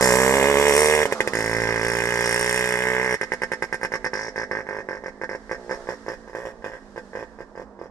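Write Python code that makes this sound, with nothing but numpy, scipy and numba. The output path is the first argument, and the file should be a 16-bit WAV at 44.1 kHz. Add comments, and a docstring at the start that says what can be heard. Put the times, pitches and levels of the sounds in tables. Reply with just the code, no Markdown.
"""A car park: a small two-stroke motorcycle pulls away, two pulls under load with a gear change between,
then coasts off firing only in bursts. Each firing kicks resonators for the exhaust pipe, chamber, tailpipe
and cylinder fins, with noise for the turbulent gas; unfired strokes only pump softly. Decaying noise makes
the echoes off parked cars and far buildings; shaped noise makes the light breeze and far traffic beneath."""
import sys
import numpy as np
from scipy import signal
from scipy.fft import rfft, irfft, next_fast_len
from scipy.io import wavfile
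from numba import njit

SR = 44100
rng = np.random.default_rng(int(sys.argv[2]) if len(sys.argv) > 2 else 0)


def unload_audio(sound):
    """Save the sound as a 16-bit wav file, at the path given as the first command line argument."""
    columns = np.transpose(np.atleast_2d(sound))
    # keep every value between -1 and 1, then stretch to whole-number steps
    steps = np.round(np.clip(columns, -1, 1) * 32767)
    wavfile.write(sys.argv[1], SR, steps.astype(np.int16))


N = 348390

# engine speed through each pull, climbing in surges: (time [s], firing rate [1/s])
PULL_SPEED = [
    [(0.01, 62.6), (0.065, 63.3), (0.098, 61.0), (0.13, 60.9), (0.178, 64.2), (0.302, 65.4), (0.355, 68.8),
     (0.42, 67.3), (0.478, 70.9), (0.51, 71.2), (0.55, 69.8), (0.59, 71.2), (0.674, 73.4), (0.725, 69.9),
     (0.799, 75.6), (0.878, 75.4), (0.944, 76.6), (0.997, 74.6), (1.03, 76.5)],
    [(1.335, 56.7), (1.41, 55.2), (1.47, 56.4), (1.53, 56.2), (1.59, 57.6), (1.67, 56.4), (1.73, 57.6),
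     (1.805, 55.3), (1.85, 57.8), (1.995, 58.6), (2.047, 57.3), (2.09, 60), (2.165, 58.4), (2.25, 59.6),
     (2.302, 57.8), (2.352, 59.8), (2.42, 59.7), (2.465, 60.7), (2.519, 59.8), (2.575, 62.3), (2.625, 60.8),
     (2.715, 61.8), (2.756, 59.8), (2.813, 62.3), (2.93, 62.7), (2.98, 61.9), (3.037, 64), (3.075, 62.4),
     (3.142, 61.3)],
]
# firing level over each pull: (start level [dB], end level [dB])
PULL_LEVELS = [(-12.5, -14.5), (-20.5, -18)]
# firing bursts off the throttle: (first firing [s], last firing [s], firings [count], burst level [dB],
# first firing below it by [dB], fade to the last [dB], tailpipe brightness [dB])
BURSTS = [(1.055, 1.056, 1, -13, 2, 0, -1), (1.113, 1.124, 2, -15.5, 13, 0, 0),
          (1.205, 1.206, 1, -14, 1, 4, 0), (1.275, 1.274, 1, -14.5, 0.5, 0, -2),
          (3.213, 3.232, 2, -22, -2.5, 0, -1), (3.32, 3.336, 2, -20.5, 0, 0, -0.5),
          (3.419, 3.435, 2, -19, 0.5, 0, 0.5), (3.518, 3.535, 2, -20, -3, 0, -1.5),
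          (3.624, 3.641, 2, -21.5, -4, 0, 0), (3.727, 3.744, 2, -22, -3.5, 0, 0),
          (3.814, 3.849, 3, -19.5, 9, 1, 1.5), (3.92, 3.955, 3, -20, 4, 1, 0),
          (4.045, 4.063, 2, -21, -2, -2, 0.5), (4.134, 4.283, 9, -21.5, -2, 5, -1),
          (4.36, 4.433, 5, -21, 1.5, 4, 0), (4.513, 4.606, 6, -22.5, -3, 3, 0),
          (4.668, 4.748, 5, -25, 7, 3.5, 0.5), (4.767, 4.805, 3, -23.5, 2, 4.5, -1),
          (4.888, 4.97, 5, -23.5, 0, 7.5, -0.5), (5.038, 5.082, 3, -24.5, 3, 2, -1),
          (5.215, 5.236, 2, -23.5, 0.5, 0, 0.5), (5.293, 5.35, 4, -25.5, 0.5, 2.5, 1),
          (5.495, 5.547, 4, -22, 11, 9.5, 2.5), (5.695, 5.756, 5, -22, 5.5, 10.5, 1),
          (5.872, 5.938, 5, -22.5, 7, 11, -0.5), (6.064, 6.135, 5, -22, 8.5, 8.5, -0.5),
          (6.277, 6.297, 2, -36.5, -2.5, 2, -0.5), (6.332, 6.419, 6, -26.5, 8, 5.5, 0),
          (6.435, 6.504, 5, -26, 7, 7.5, -2), (6.623, 6.699, 5, -24.5, 12, 10, -1),
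          (6.718, 6.769, 4, -30.5, 5, 9, 3), (6.961, 6.994, 3, -25, 4.5, 14, 0.5),
          (7.133, 7.227, 6, -25, 8.5, 4, 1.5), (7.388, 7.422, 3, -27, 6.5, 10.5, 0.5),
          (7.554, 7.618, 4, -26.5, 4, 0.5, -2), (7.791, 7.858, 4, -27, 4, 4.5, -2)]
# engine speed off the throttle: (time [s], crank speed [turns/s])
COASTING_SPEED = [(1, 74), (1.3, 70), (3, 59), (5, 52), (5.4, 55), (5.55, 61), (5.8, 60), (5.95, 56),
                  (6.2, 56), (8, 51)]
# unfired strokes re the level of the burst before them: (time [s], low pumping [dB], upper pumping [dB])
UNFIRED_LEVELS = [(1, -17, -13), (3.2, -16.5, -20), (3.9, -19.5, -17.5), (4.3, -18.5, -15.5),
                  (4.8, -15, -12), (5.15, -16, -17), (5.4, -13.5, -21), (5.6, -15, -11), (5.8, -18, -7.5),
                  (6.0, -16.5, -30), (6.2, -18.5, -25), (6.55, -16.5, -14), (6.9, -9.5, -18),
                  (7.3, -20, -23), (7.5, -16.5, -24), (7.9, -16, -18)]
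THUMP_START_DB, THUMP_END_DB, THUMP_COASTING_DB = 1.5, -4, -5.5   # the bass thins as a pull runs out
UNEVEN_DB = 1.0   # random spread of firing level off the throttle
SURGE, SAG = .075, .055   # share by which firing speeds the crank up, and coasting slows it down
LOOSE_SPREAD = 2.2   # ragged firings off the throttle scatter the modes this many times more

# bass push of each firing: (frequency [Hz], width [Hz], level [dB])
THUMP_MODES = [(180, 91, -7.5), (266, 50, -13.5)]
# deeper bass push, above the boom: (frequency [Hz], width [Hz], level [dB])
THUD_MODES = [(108, 51, -24.5)]
# thud re firing: (time [s], level [dB])
THUD_LEVEL = [(0, -8.5), (.6, 2.5), (1.0, -1.5), (1.35, 1.5), (1.55, 12.5), (2.0, 6.5), (2.6, 0),
              (3.15, -5), (3.3, -17), (7.9, -16)]
# pipe before the gas heat shifts it: (frequency [Hz], width [Hz], level [dB])
PIPE_MODES = [(482.8, 43.2, -0.5), (633, 45, -19)]
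# exhaust chamber, rings under load: (frequency [Hz], width [Hz], level [dB])
CHAMBER_MODES = [(378.3, 76, 0.026)]
# bark, rings off the throttle: (frequency [Hz], width [Hz], level [dB])
BARK_MODES = [(371, 67, 0.0019)]
# upper pipe: (frequency [Hz], width [Hz], level [dB])
UPPER_PIPE_MODES = [(766, 75, -12), (881.4, 71, -4.5), (983, 130, -7.5)]
# tailpipe: (frequency [Hz], width [Hz], level [dB])
TAILPIPE_MODES = [(1605, 105, 1.2), (1755, 115, 2.5)]
# tip of the tailpipe: (frequency [Hz], width [Hz], level [dB])
TAIL_TIP_MODES = [(2000, 150, 10), (1880, 180, 1)]
# front of the pressure wave: (frequency [Hz], width [Hz], level [dB])
BLAST_MODES = [(1123, 320, 6.6)]
# low exhaust boom: (frequency [Hz], width [Hz], level [dB])
BOOM_MODES = [(67.6, 47, -27)]
# exhaust balance re firing: (time [s], pipe [dB], chamber [dB], bark [dB], tailpipe [dB], tail tip [dB],
# boom [dB], blast [dB])
EXHAUST_BALANCE = [(0, 0.5, 3.5, -12, -1, 0, -1, 1.5), (.8, -4.5, 8.5, -11, -5.5, 3, 7, 3),
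                   (1.3, 0.5, 1, -2, -2, 5.5, 0, -1), (1.7, -5, 5.5, -12.5, 3, 4.5, 4, 2.5),
                   (3.15, -6.5, 4, -20, 1.5, 5, -17, 1.5), (3.3, 0, -2, -1.5, 2, 6, -17, 3),
                   (4.3, -3, -35, 1.5, 3.5, -2, -1, 1), (5.5, 3.5, -16, 4, 0.5, -5, -18, 0),
                   (6.8, 3, -16, 1.5, 1, -20, -7.5, 0), (7.9, -1.5, -20, 0.5, -9.5, -15.5, -13, -19)]
RETURN_S, RETURN_DB = .0064, -1   # the wave thrown back by the chamber cone kicks the tailpipe again
BAFFLE_LEAK = 0.44   # share that passes the baffle

# mid-treble exhaust rasp: (frequency [Hz], width [Hz], level [dB])
RASP_MODES = [(2458, 80, -12), (2894, 172, -12.5), (3370, 256, -12), (3836, 104, -23)]
# rasp re firing: (time [s], level [dB])
RASP_LEVEL = [(0, 5), (.5, 11), (1.0, 10.5), (1.5, 6.5), (2.6, 12.5), (3.1, 3), (3.5, 3.5), (4.3, -5),
              (5.3, -10), (6.7, 1.5), (7.9, -14)]
# cylinder fins: (frequency [Hz], width [Hz], level [dB])
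FIN_MODES = [(5208, 370, -1), (5080, 800, -14), (5630, 760, -12.5)]
# hiss of the escaping gas: (frequency [Hz], width [Hz], level [dB])
GAS_HISS_MODES = [(7050, 600, -8.5), (8800, 1670, -13), (10660, 1700, -16)]
# treble balance re firing: (time [s], fin rattle [dB], crack [dB], gas hiss [dB])
TREBLE_BALANCE = [(0, -15.5, 16, -11.5), (.2, -25, -31, -13.5), (.5, -29.5, -39, -19.5),
                  (.77, -18, 18.5, -14.5), (1.0, -25.5, 1, -21), (1.35, -19, 6, -19),
                  (1.75, -23, -0.5, -27), (1.9, -18.5, 6.5, -21), (2.04, -22.5, 4, -21),
                  (2.27, -15, 12, -20), (2.57, -18.5, 13, -17.5), (2.96, -29.5, -3.5, -26.5),
                  (3.12, -24, 2.5, -30), (3.8, -24.5, -1.5, -29), (4.25, -17, -8, -44),
                  (4.6, -32.5, -14, -43), (5.65, -24, -15.5, -34.5), (6.4, -29.5, -31, -30),
                  (7.9, -36.5, -32, -43)]
# low pumping of unfired strokes: (frequency [Hz], width [Hz], level [dB])
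PUMPING_MODES = [(225.3, 43, -1.5), (267, 58, -12)]
# upper pumping of unfired strokes: (frequency [Hz], width [Hz], level [dB])
UPPER_PUMPING_MODES = [(361.4, 24, -9), (488, 24, -7), (614, 36, -10.5), (840, 29, -15)]

# lasting warmth; hot gas carries sound faster and lifts the pipe modes: (time [s], pitch shift [share])
LASTING_HEAT = [(0, 0.077), (.1, 0.01), (.3, 0.04), (.6, 0.018), (1.0, 0.0051), (1.15, 0.038),
                (1.35, -0.048), (2.2, -0.015), (3.1, -0.0085), (3.3, 0.0057), (5.5, 0.0016), (7.9, -0.03)]
LIFT_AT_60_PER_S, COOLING_S = 0.108, 0.028   # each firing adds heat that soon leaves
UPPER_LIFT, TAIL_LIFT, FIN_LIFT = 0.23, 0.34, 0.54   # share of the lift felt by upper pipe, tailpipe, treble
GRIT_DB, GRIT_S = 6, .0009   # the gas comes in lumps, up to this much louder or softer

START_M, SPEED_M_PER_S = 4.0, 9.0   # the bike draws away
ECHO_GAIN_DB_PER_M = 0.1383   # echoes gain on the direct sound with distance
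ECHO_DB, ECHO_T60_S = -15.5, .075   # scatter off the nearest cars

# breeze and far traffic colour: (frequency [Hz], relative level [dB per Hz])
AIR_COLOUR = [(20, -0.5), (50, 1), (120, -15.5), (250, -5.5), (500, -6), (1000, -7.5), (1700, -22.5),
              (2400, -38), (5300, -33), (9000, -42), (15000, -68)]
# the airy hiss swells and sinks: (time [s], level [dB])
AIR_HISS_SWELL = [(0, 34), (4.5, 8), (5.201, 5.5), (5.8, 17), (6.5, 5), (7.1, 10.5), (7.401, 4),
                  (7.9, -4.5)]
AIR_DB = -53   # level before the gusts and hiss swell

# colour between the microphone ports: (frequency [Hz], left minus right [dB])
PORT_BALANCE = [(60, -14), (110, -6.5), (200, -5.5), (380, -5), (700, -4.5), (1290, -9.5), (2380, -4.5),
                (4400, 2), (8120, -4), (15000, 3.5)]
# arrival between the microphone ports: (frequency [Hz], phase [rad])
PORT_PHASE = [(0, 0), (1030, .1), (1720, 1.3), (2400, 1.6), (3100, 2.2), (3800, 4.2), (4500, 5.4),
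              (5200, 6.2), (7200, 8), (8600, 12.8), (10000, 14.6), (11400, 13.8), (13400, 18),
              (15400, 19.5)]
CUTOFF_HZ = 16050


def engine():
    """Impulsive firings excite the exhaust, shock crack and fins; unfired strokes pump softly."""
    (s, db, thump_db, bright_db, loose), (idle_s, idle_db) = strokes()
    s = s + .00005 * rng.standard_normal(len(s))   # ignition scatter
    kick = amp(db + .6 * rng.standard_normal(len(s)))
    lift = heat_lift(s)
    low = bass(s, kick, thump_db) + amp(-3.5) * exhaust(s, kick, lift, amp(bright_db), loose)
    return low + rasp(s, kick) + pumping(idle_s, idle_db, lift) + treble(s, kick, lift)


def strokes():
    """The crank's speed times fired strokes (s, dB, thump dB, brightness dB, looseness) and unfired (s, dB)."""
    fired, idle = [], []
    for pull, level_db in zip(PULL_SPEED, PULL_LEVELS):
        s, per_s = np.transpose(pull)
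        t = np.arange(s[0], s[-1], 1 / SR)
        turns = np.cumsum(np.interp(t, s, per_s)) / SR
        at = np.interp(np.linspace(0, turns[-1], round(turns[-1]) + 1), turns, t)
        ends = s[[0, -1]]
        levels = np.interp(at, ends, level_db)
        thump_db = np.interp(at, ends, [THUMP_START_DB, THUMP_END_DB])
        fired += zip(at, levels, thump_db, 0 * at, 1 + 0 * at)
    starts = sorted([b[0] for b in BURSTS] + [p[0][0] for p in PULL_SPEED] + [N / SR + 0.025])
    for first, last, count, db, first_below_db, fade_db, bright_db in BURSTS:
        count = round(count)
        levels = np.r_[db - first_below_db, db - np.linspace(0, fade_db, count - 1)]
        levels += rng.normal(0, UNEVEN_DB, count)
        share = np.linspace(0, 1, count)
        share += SURGE * share * (1 - share)   # gaps shorten
        tone = np.repeat([[THUMP_COASTING_DB], [bright_db], [LOOSE_SPREAD]], count, axis=1)
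        fired += zip(first + share * (last - first), levels, *tone)
        # unfired strokes fill the time to the next burst or pull
        following = min(s for s in starts if s > last + .005)
        crank_speed = np.interp(last, *np.transpose(COASTING_SPEED))
        turns = max(round((following - last) * crank_speed), 1)
        share = np.linspace(0, 1, turns + 1)[1:-1]
        share -= SAG * share * (1 - share)   # gaps lengthen
        idle += [(s, db) for s in last + share * (following - last)]
    return np.transpose(sorted(fired)), np.transpose(idle)


def bass(s, kick, thump_db):
    """Each firing pushes wide low resonances: thump and deeper thud."""
    thump = ring(THUMP_MODES, s, kick * amp(thump_db), .4, -50, .01)
    thud = ring(THUD_MODES, s, kick * over_time(THUD_LEVEL, s)[0], .4, -50, .01)
    return butter(thump + thud, 530, "low", order=1)


def exhaust(s, kick, lift, bright, loose):
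    """Pressure pulses ring pipe, chamber and tailpipe modes, tuned by the heat of the gas."""
    pipe_gain, chamber, bark, tail_gain, tip, boom, blast = over_time(EXHAUST_BALANCE, s)
    pipe = ring(PIPE_MODES, s, kick * pipe_gain, .6, -40, .03, 1 + lift)
    pipe += ring(CHAMBER_MODES, s, kick * chamber, .6, -40, .03, 1 + lift)
    pipe += ring(BARK_MODES, s, kick * bark, .8 * loose, -40, .03, 1 + lift)
    upper_kick = kick * np.sqrt(blast * bright)
    pipe += ring(UPPER_PIPE_MODES, s, upper_kick, .8 * loose, -38, .03, 1 + UPPER_LIFT * lift)

    tail_kick = kick * tail_gain * bright
    tail_s = np.r_[s, s + RETURN_S]
    tail_kicks = np.r_[tail_kick, tail_kick * amp(RETURN_DB)]
    tail_pitch = 1 + TAIL_LIFT * lift
    tail = ring(TAILPIPE_MODES, tail_s, tail_kicks, np.r_[loose, loose], -33, .025, tail_pitch)
    tail += ring(TAIL_TIP_MODES, s, kick * tip * bright, loose, -33, .02, tail_pitch)

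    out = even(butter(pipe, 1490, "low", order=1), 307, "high", order=2) + even(tail, 804, "high", order=1)
    out = even(out, 1870, "low", order=4)
    baffled = signal.lfilter(*signal.iirnotch(1370, 4.0, fs=SR), out)
    out = BAFFLE_LEAK * out + (1 - BAFFLE_LEAK) * baffled
    front = ring(BLAST_MODES, s, kick * blast * bright, loose, -24, 0.03)
    out += amp(-11) * even(front, 2000, "low", order=2)
    return out + butter(ring(BOOM_MODES, s, kick * boom, 0.47, -47.0, 0.0073), 200, "low", order=1)


def heat_lift(s):
    """Gas heat lifts the modes by a share: a smoothed firing rate plus lasting warmth."""
    keep = np.exp(-1 / (COOLING_S * SR))
    smoothed = signal.lfilter([1 - keep], [1, -keep], clicks(s, 1))
    rate = signal.lfilter([1 - keep], [1, -keep], smoothed) * SR
    return LIFT_AT_60_PER_S * rate / 60 + np.interp(np.arange(N) / SR, *np.transpose(LASTING_HEAT))


def rasp(s, kick):
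    """Gas turbulence and firing kicks sound a narrow mid-treble band."""
    hiss, = over_time(RASP_LEVEL, s)
    out = ring(RASP_MODES, s, kick * hiss, 0.8, -17.5, 0.032, soft=True)
    out = butter(out, 3250, "high", order=2)
    return amp(-10.0) * butter(out, 3700, "low", order=4)


def treble(s, kick, lift):
    """A central shock crack, with fin rattle and gas hiss spread wide by separate noise on each side."""
    rattle, crack, gas = over_time(TREBLE_BALANCE, s)
    crack_kick = kick * crack * amp(1.8 * rng.standard_normal(len(s)))
    shock = ring([(9050, 920, -6.0), (6700, 1400, -20.5)], s, crack_kick, 2.8, -20.0, 0.021)
    pitch = 1 + FIN_LIFT * lift
    fizz = []
    for _ in range(3):   # shared, left, right
        fins = ring(FIN_MODES, s + 0.0034, kick * rattle, 1.7, -9, 0.06, pitch, soft=True)
        hiss = ring(GAS_HISS_MODES, s, kick * gas, 3.4, -6.5, 0.087, pitch)
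        fizz.append(butter(fins, 7500, "low", order=2) + hiss)
    out = amp(-6.5) * shock + amp(0.5) * (fizz[0] + 0.84 * np.array(fizz[1:]))
    return butter(butter(out, 3300, "high", order=4), 12600, "low", order=2)


def pumping(s, db, lift):
    """Unfired strokes softly excite low and upper modes tuned by the gas heat."""
    low_gain, upper_gain = over_time(UNFIRED_LEVELS, s)
    out = ring(PUMPING_MODES, s, amp(db) * low_gain, .4, -44, .05, 1 + lift, soft=True)
    out += ring(UPPER_PUMPING_MODES, s, amp(db) * upper_gain, .4, -44, .05, 1 + lift, soft=True)
    return butter(butter(out, 1030, "low", order=4), 170, "high", order=2)


def ring(modes, times, gains, spread_db, puff_db, puff_t60, pitch=1, soft=False):
    """Strokes kick all modes in phase (soft: alternating phases); turbulent gas keeps feeding them."""
    out, gas = np.zeros(N), amp(puff_db) * puffs(times, gains, puff_t60)
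    scatter = rng.standard_normal((len(times), len(modes)))
    for k, (hz, width_hz, db) in enumerate(modes):
        decay = np.exp(-np.pi * width_hz / SR)
        turn = 2 * np.pi * pitch * hz / SR + np.zeros(N)
        kick = gas - clicks(times, gains * amp(spread_db * scatter[:, k]))
        out += (-1) ** (k * soft) * amp(db) * mode(kick, decay, turn)
    return out


@njit
def mode(kick, decay, turn):
    """One ringing mode whose pitch (radians per sample) may glide."""
    out, state = np.empty(len(kick)), 0j
    for n in range(len(kick)):
        state = state * decay * complex(np.cos(turn[n]), np.sin(turn[n])) + kick[n]
        out[n] = state.real
    return out


def puffs(times, gains, t60):
    """Lumpy turbulence noise that bursts out at each time and dies away."""
    size = int(GRIT_S * SR)
    lumps = np.repeat(amp(GRIT_DB * rng.uniform(-1, 1, N // size + 1)), size)[:N]
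    envelope = signal.lfilter([1], [1, -amp(-60 / (t60 * SR))], clicks(times, gains))
    return envelope * rng.standard_normal(N) * lumps


def clicks(times, gains):
    """One click per time, over a floor too small to hear."""
    out = np.full(N, 1e-18)
    np.add.at(out, np.clip(np.round(times * SR).astype(int), 0, N - 1), gains)
    return out


def amp(db):
    """dB to gain."""
    return 10 ** (np.asarray(db) / 20)


def over_time(rows, s):
    """The dB columns of a time table as gains at times s."""
    return [amp(np.interp(s, np.array(rows)[:, 0], c)) for c in np.transpose(rows)[1:]]


def at_hz(points, hz):
    """A spectrum table read on a log-frequency axis."""
    table_hz, values = np.transpose(points)
    return np.interp(np.log(hz + 1), np.log(table_hz + 1), values)


def butter(x, hz, kind, order):
    """Butterworth high- or low-pass."""
    return signal.sosfilt(signal.butter(order, hz, kind, fs=SR, output="sos"), x)


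def even(x, hz, kind, order):
    """Butterworth run both ways: the pulse keeps its single sharp front."""
    return signal.sosfiltfilt(signal.butter(order, hz, kind, fs=SR, output="sos"), x)


def distance_m(s):
    """How far away the bike is, at steady speed."""
    return START_M + SPEED_M_PER_S * s


def car_park(x, echo_db, t60, far_db, far_t60, dull_hz):
    """Echoes off parked cars and far buildings; long waves scatter less and reach both sides alike."""
    t = np.arange(int(.8 * SR)) / SR
    near = amp(-60 * t / t60) * (t > .006)
    far = amp(far_db - 60 * t / far_t60) * (t > .05)
    shared, left, right = rng.standard_normal((3, len(t))) * (near + far)
    long_waves = amp(-7) * butter(shared, 1800, "low", order=2)
    short_waves = butter(np.array([left, right]), 1400, "high", order=2)
    tail = butter(long_waves + short_waves, dull_hz, "low", order=1)
    tail = amp(echo_db) * tail / np.sqrt(np.sum(tail ** 2, axis=1, keepdims=True))
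    return signal.fftconvolve(x, tail, axes=1)[:, :N]


def air():
    """Breeze and far traffic as shaped noise, partly separate at each port, with gusty lows and swelling hiss."""
    hz = np.fft.rfftfreq(N, 1 / SR)
    shared, own = rng.standard_normal(N), rng.standard_normal((2, N))
    own_share = np.interp(hz, [60, 200, 1000, 3000], [.15, 0.13, 0.093, 0.94])
    mix = np.sqrt(1 - own_share) * rfft(shared) + np.sqrt(own_share) * rfft(own)
    noise = irfft(mix * amp(at_hz(AIR_COLOUR, hz)) * (hz > 18), N)
    gusts = np.interp(np.arange(N), np.linspace(0, N, 40), rng.standard_normal(40))
    low = butter(noise, 65, "low", order=2)
    high = butter(noise, 1760, "high", order=2)
    swell = amp(np.interp(np.arange(N) / SR, *np.transpose(AIR_HISS_SWELL)))
    moving = noise + low * (amp(2.3 * gusts) - 1) + high * (swell - 1)
    return amp(AIR_DB) * moving / np.std(noise)


def scene():
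    """The bike, its echoes and the air."""
    bike = engine()
    scattered = bike * amp(ECHO_GAIN_DB_PER_M * distance_m(np.arange(N) / SR))
    echoes = car_park(scattered, echo_db=ECHO_DB, t60=ECHO_T60_S, far_db=-29.5, far_t60=1.53, dull_hz=4480)
    return bike + echoes + air()


def record(dry):
    """Two microphone ports that differ in colour and arrival; the top is cut."""
    size = next_fast_len(N + 4096)
    hz = np.fft.rfftfreq(size, 1 / SR)
    # each port takes half the difference, in opposite directions
    half = amp(at_hz(PORT_BALANCE, hz) / 2) * np.exp(.5j * np.interp(hz, *np.transpose(PORT_PHASE)))
    ports = amp(2.5) * irfft(rfft(dry, size) * [half, 1 / half], size)[:, :N]
    ports = 1.5 * np.tanh(ports / 1.5)   # the loudest peaks are rounded
    return signal.sosfilt(signal.cheby2(12, 70, CUTOFF_HZ, fs=SR, output="sos"), ports)


dry = scene()
out = record(dry)
unload_audio(out)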